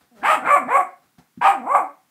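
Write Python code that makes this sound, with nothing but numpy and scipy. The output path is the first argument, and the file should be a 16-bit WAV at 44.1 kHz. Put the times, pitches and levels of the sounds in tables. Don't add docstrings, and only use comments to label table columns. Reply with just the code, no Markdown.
import sys
import numpy as np
from scipy import signal
from scipy.fft import rfft, irfft, next_fast_len
from scipy.io import wavfile
from scipy.ndimage import uniform_filter1d, minimum_filter1d, map_coordinates

SR = 44100
rng = np.random.default_rng(int(sys.argv[2]) if len(sys.argv) > 2 else 0)


def file_out(sig):
    cols = np.atleast_2d(sig).T
    lim = np.clip(cols, -1, 1)
    pcm = np.round(lim * 32767).astype(np.int16)
    wavfile.write(sys.argv[1], SR, pcm)


N = 92610


def amp(db):
    return 10 ** (np.asarray(db) / 20)


def unit(x):
    return x / np.sqrt(np.mean(x ** 2) + 1e-20)


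def along(points, hz):
    frequencies, values = np.transpose(points)
    return np.interp(np.log(hz + 1), np.log(frequencies + 1), values)


def wobble(knots_per_s):
    return map_coordinates(rng.standard_normal(4096), [np.arange(N) * knots_per_s / SR], mode='wrap')


def filtered(x, response):
    size = next_fast_len(N + SR // 2)
    return irfft(rfft(x, size) * response(np.fft.rfftfreq(size, 1 / SR)), size)[:N]


def noise(spectrum):
    return unit(filtered(rng.standard_normal(N), lambda hz: amp(along(spectrum, hz))))


def room_air():
    # frequency_hz, level_db
    spectrum = [(25, -16.5), (60, -16), (130, 1), (250, 2), (500, -12.5), (1200, -5), (3000, -12),
                (8000, -14.5), (15500, -14.5)]
    return amp(-65.5) * noise(spectrum)


def in_room(x):
    # frequency_hz, t60_s
    decay_times = [(100, 0.14), (300, 0.28), (520, .33), (760, 0.29), (950, 0.28), (1150, 0.3),
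                   (1450, 0.28), (1850, 0.35), (2170, 0.32), (2800, 0.25), (8000, 0.25), (15000, 0.18)]
    direct_db, tail_db, delay_s = 0.5, -4, 0.0043
    hz, t, bands = signal.stft(rng.standard_normal(SR * 3 // 4), SR, nperseg=256)
    decay = amp(-60 * t / along(decay_times, hz)[:, None])
    tail = signal.istft(bands * decay, SR, nperseg=256)[1]
    tail *= np.clip(np.arange(len(tail)) / SR / delay_s - 1, 0, 1)
    mid_power = np.mean(np.abs(rfft(tail, SR)[500:2000]) ** 2)
    return amp(direct_db) * x + amp(tail_db) * signal.fftconvolve(x, tail / np.sqrt(mid_power))[:N]


def paws():
    # start_s, thump_db, scuff_db, rise_s, t60_s
    landings = [(.005, -70, -55.5, 0.0035, 0.23), (0.138, -63, -46.5, 0.038, .5),
                (0.431, -42, -56, .008, 0.37), (0.666, -41, -62, 0.0044, 0.13),
                (1.019, -58, -52, 0.018, 0.15), (1.179, -45, -45.5, 0.0065, 0.12),
                (1.372, -33, -57.5, 0.0035, 0.1)]
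    # frequency_hz, level_db
    floor_modes = [(135, -3.5), (178, -0.5), (245, -1), (320, -13)]
    # frequency_hz, level_db
    scuff = [(100, -2), (250, -10.5), (600, -8), (1300, -7), (2500, -17), (5000, -22), (15000, -30.5)]
    out = np.zeros(N)
    for start_s, thump_db, scuff_db, rise_s, t60_s in landings:
        t = np.maximum(np.arange(N) / SR - start_s, 0)
        thump = unit(sum(amp(db) * np.sin(2 * np.pi * (hz * t + rng.random())) for hz, db in floor_modes))
        envelope = (1 - np.exp(-(t / rise_s) ** 2)) * amp(-60 * t / t60_s)
        out += envelope * (amp(thump_db) * thump + amp(scuff_db) * noise(scuff))
    return out


def teeth_hiss(level_db, pulses):
    # frequency_hz, level_db
    spectrum = [(3000, -9), (4500, -32.5), (6100, -14), (6900, -14), (7600, -0.5), (8200, 2), (9000, -5.5),
                (9700, -12), (10300, -6.5), (12000, -11.5), (14500, -13.5), (15700, -28.5)]
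    lag_s, db_per_db, reference_db = 0.011, 1.17, -12
    pole = np.exp(-1 / (lag_s * SR))
    airflow = signal.lfilter([1 - pole], [1, -pole], amp(db_per_db * (level_db - reference_db)))
    return airflow * unit(pulses * noise(spectrum))


def snarl(pulses, centre_s, resonance_hz):
    # frequency_hz, level_db
    spectrum = [(900, -38.5), (1350, -8), (1600, 6), (1800, -5.5), (2200, -36.5), (3100, -30), (4500, -49),
                (12000, -63.5)]
    unshifted_hz, half_width_s = 1610, 0.029
    shifted = [(hz * resonance_hz / unshifted_hz, db) for hz, db in spectrum]
    envelope = np.exp(-((np.arange(N) / SR - centre_s) / half_width_s) ** 2)
    return envelope * unit(pulses * noise(shifted))


def growl(phase, pitch_hz, level_db, roughness):
    # frequency_hz, gain_db
    shut = [(120, -16), (200, -1.5), (270, 4.5), (340, -3.5), (410, -8.5), (500, -7.5), (620, -4.5),
            (760, -7), (950, -33.5), (2000, -51)]
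    share, ceiling_db = 0.68, -40
    hum = np.sqrt(2) * sum(amp(along(shut, k * pitch_hz)) * np.sin(k * phase) for k in range(1, 5))
    gain = np.minimum(share * amp(level_db), amp(ceiling_db))
    return gain * (hum + 0.6 * roughness * noise(shut))


def vocal_tract(opening, bright_db, jaw_hz, jaw_db):
    # frequency_hz, gain_db
    wide = [(120, -37.5), (240, -25), (400, -20.5), (480, -24.5), (600, -20.5), (810, 14), (1000, -0.5),
            (1270, -5), (1450, -12), (1900, -20), (2430, -17), (2750, -22), (3100, -23), (3800, -35.5),
            (4700, -36), (6700, -43), (16000, -83.5)]
    narrow = [(120, -43), (240, -29.5), (410, -24), (560, -8.5), (640, -7), (770, 6), (950, -7.5),
              (1150, 3), (1400, -9.5), (1900, -19.5), (2120, -10.5), (2330, -15), (2650, -28),
              (3500, -39.5), (5000, -51), (6500, -68), (16000, -88)]
    jaw_width_hz = 130
    return lambda hz: (opening * along(wide, hz) + (1 - opening) * along(narrow, hz)
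                       + along([(1200, 0), (1670, bright_db)], hz)
                       + jaw_db * np.exp(-((hz - jaw_hz) / jaw_width_hz) ** 2))


def clear_tone(phase, pitch_hz, tract_db):
    # frequency_hz, level_db
    colour = [(250, -5), (390, -4), (520, -1.5), (1200, 2), (1700, -1.5), (2300, 1), (3000, -7.5),
              (4500, -8.5)]
    k = np.arange(1, 21)[:, None]
    gains = amp(tract_db(k * pitch_hz) + along(colour, k * pitch_hz))
    return (gains * np.sin(k * phase)).sum(0) / np.sqrt((gains ** 2).sum(0) / 2)


def hoarse_noise(pulses, tract_db):
    # frequency_hz, level_db
    colour = [(60, -25), (150, -10.5), (400, 0.5), (800, -2.5), (1500, 4.5), (2300, 8), (3000, 6),
              (6000, 0.5)]
    breath = pulses * rng.standard_normal(N)
    return unit(filtered(breath, lambda hz: amp(tract_db(hz) + along(colour, hz))))


def harden(voice, level_db):
    corner_hz, extra_db_per_db, reference_db = 890, 0.18, -8.5
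    treble = filtered(voice, lambda hz: 1 - 1 / (1 + (hz / corner_hz) ** 10))
    return voice + treble * (amp(extra_db_per_db * (level_db - reference_db)) - 1)


def bark(contour, opening, bright_db, jaw_hz, jaw_db, hiss_db, snarl_s, snarl_db, snarl_hz):
    fade_s, pulse_depth, shimmer_db, mouth_opens_db = .005, 0.52, 0.5, -39
    t = np.arange(N) / SR
    times_s, *columns = np.transpose(contour)
    pitch_hz, level_db, roughness = [np.interp(t, times_s, column) for column in columns]
    gate = np.clip(np.minimum(t - times_s[0], times_s[-1] - t) / fade_s + .5, 0, 1)
    sounding = gate > 0
    jitter = (.006 + 0.052 * roughness) * wobble(knots_per_s=330)
    phase = 2 * np.pi * np.cumsum(pitch_hz * (1 + jitter)) / SR
    pulses = 1 + pulse_depth * np.cos(phase)
    tract_db = vocal_tract(opening, bright_db, jaw_hz, jaw_db)
    tone = np.zeros(N)
    tone[sounding] = clear_tone(phase[sounding], pitch_hz[sounding], tract_db)
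    voice = np.sqrt(1 - roughness ** 2) * tone + roughness * hoarse_noise(pulses, tract_db)
    mouth_open = 1 / (1 + amp(mouth_opens_db - level_db) ** 2)
    yelp = harden(mouth_open * amp(level_db) * voice, level_db)
    rasp = amp(snarl_db) * snarl(pulses, snarl_s, snarl_hz)
    hiss = amp(hiss_db) * teeth_hiss(level_db, pulses)
    low = growl(phase, pitch_hz, level_db, roughness)
    shimmer = amp(shimmer_db * roughness * wobble(knots_per_s=110))
    return gate * shimmer * (yelp + low + rasp + hiss)


def scene():
    # time_s, pitch_hz, level_db, roughness (0 to 1)
    contours = [
        [(.114, 245, -55, 0.1), (.145, 226.8, -57, 0.54), (.185, 200.4, -49, 0.76), (.222, 196.2, -48, 0.58),
         (.234, 322.6, -26.5, .7), (.247, 426, -17, 0.4), (.272, 565, -17.5, 0.94), (.305, 645.3, -13, 0.48),
         (.345, 629.5, -16, 0.68), (.368, 336.8, -28, 0.5), (.395, 240, -41.5, 0.8), (.42, 238, -44.5, .6)],
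        [(.422, 237.3, -34.5, .5), (.44, 278, -31, 0.3), (.46, 368.6, -22, 0.86), (.483, 502, -19.5, 0.83),
         (.512, 569.4, -12, 0.3), (.548, 585.6, -10, .15), (.556, 571, -25.5, 0.37), (.56, 371.8, -18, .25),
         (.568, 359.8, -13, 0.42), (.598, 283.2, -37.5, .5), (.64, 231.3, -35.5, .2)],
        [(.645, 230.6, -42, 0), (.678, 264.8, -33.5, 0), (.688, 350.2, -26.5, 0.4), (.7, 453, -22.5, 0.4),
         (.744, 535.8, -14.5, 0.23), (.759, 561.2, -10.5, 0.22), (.769, 564, -13.5, 0.3),
         (.773, 393.5, -14.5, 0.3), (.796, 382.2, -20.5, 0.3), (.813, 371.7, -16.5, 0.3), (.835, 277, -59, .6),
         (.88, 258, -55, .6)],
        [(1.411, 448.3, -39.5, .3), (1.416, 464.9, -18, 0.37), (1.426, 477, -18, 0.58), (1.438, 491.8, -17, 1),
         (1.452, 604.8, -9.5, .8), (1.472, 643.7, -8.5, 0.9), (1.484, 400.8, -13, 0.2), (1.505, 401, -14, .35),
         (1.518, 380.5, -23.5, 0.2), (1.548, 340.4, -34, 0.22), (1.575, 264, -42, 0.3), (1.61, 247, -36.5, 0.4)],
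        [(1.612, 230, -40, 0.4), (1.655, 259.2, -31.5, 0.5), (1.676, 357.6, -23.5, 0), (1.688, 475, -24, 0.4),
         (1.712, 547.8, -16, 0.1), (1.738, 581.4, -20, 0.27), (1.75, 580.2, -7, 0.94),
         (1.767, 565.3, -14.5, .7), (1.778, 571, -18.5, 0.61), (1.812, 353.7, -25, 0.5),
         (1.845, 288.4, -45, 0.1), (1.9, 288, -54.5, 0.3)],
    ]
    # opening (0 to 1), bright_db, jaw_hz, jaw_db,
    # hiss_db, snarl_s, snarl_db, snarl_hz
    mouths = [(0.81, 5, 950, -1.5, -36.5, 0.2714, -23.5, 1620), (0.02, 3, 700, -1, -40, .468, -27.5, 1440),
              (0.07, -0.5, 660, 5, -41, .71, -32.5, 1790), (0.94, 0.5, 500, -1, -42.5, 1.44, -27, 1610),
              (0.04, -7, 877, 10, -43.5, 1.2, -38, 1250)]
    dog = sum(in_room(bark(contour, *mouth)) for contour, mouth in zip(contours, mouths))
    return (dog + in_room(paws()) + room_air())[None]


def record(dry):
    low_hz, top_hz = 90.8, 15750
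    peak_limit, hold_s = 0.69, .006
    x = signal.sosfilt(signal.butter(2, low_hz, 'high', fs=SR, output='sos'), dry[0])
    hold = int(hold_s * SR)
    needed_gain = peak_limit / np.maximum(np.abs(x), peak_limit)
    gain = uniform_filter1d(minimum_filter1d(needed_gain, hold), hold)
    return filtered(gain * x, lambda hz: hz < top_hz)[None]


dry = scene()
out = record(dry)
file_out(out)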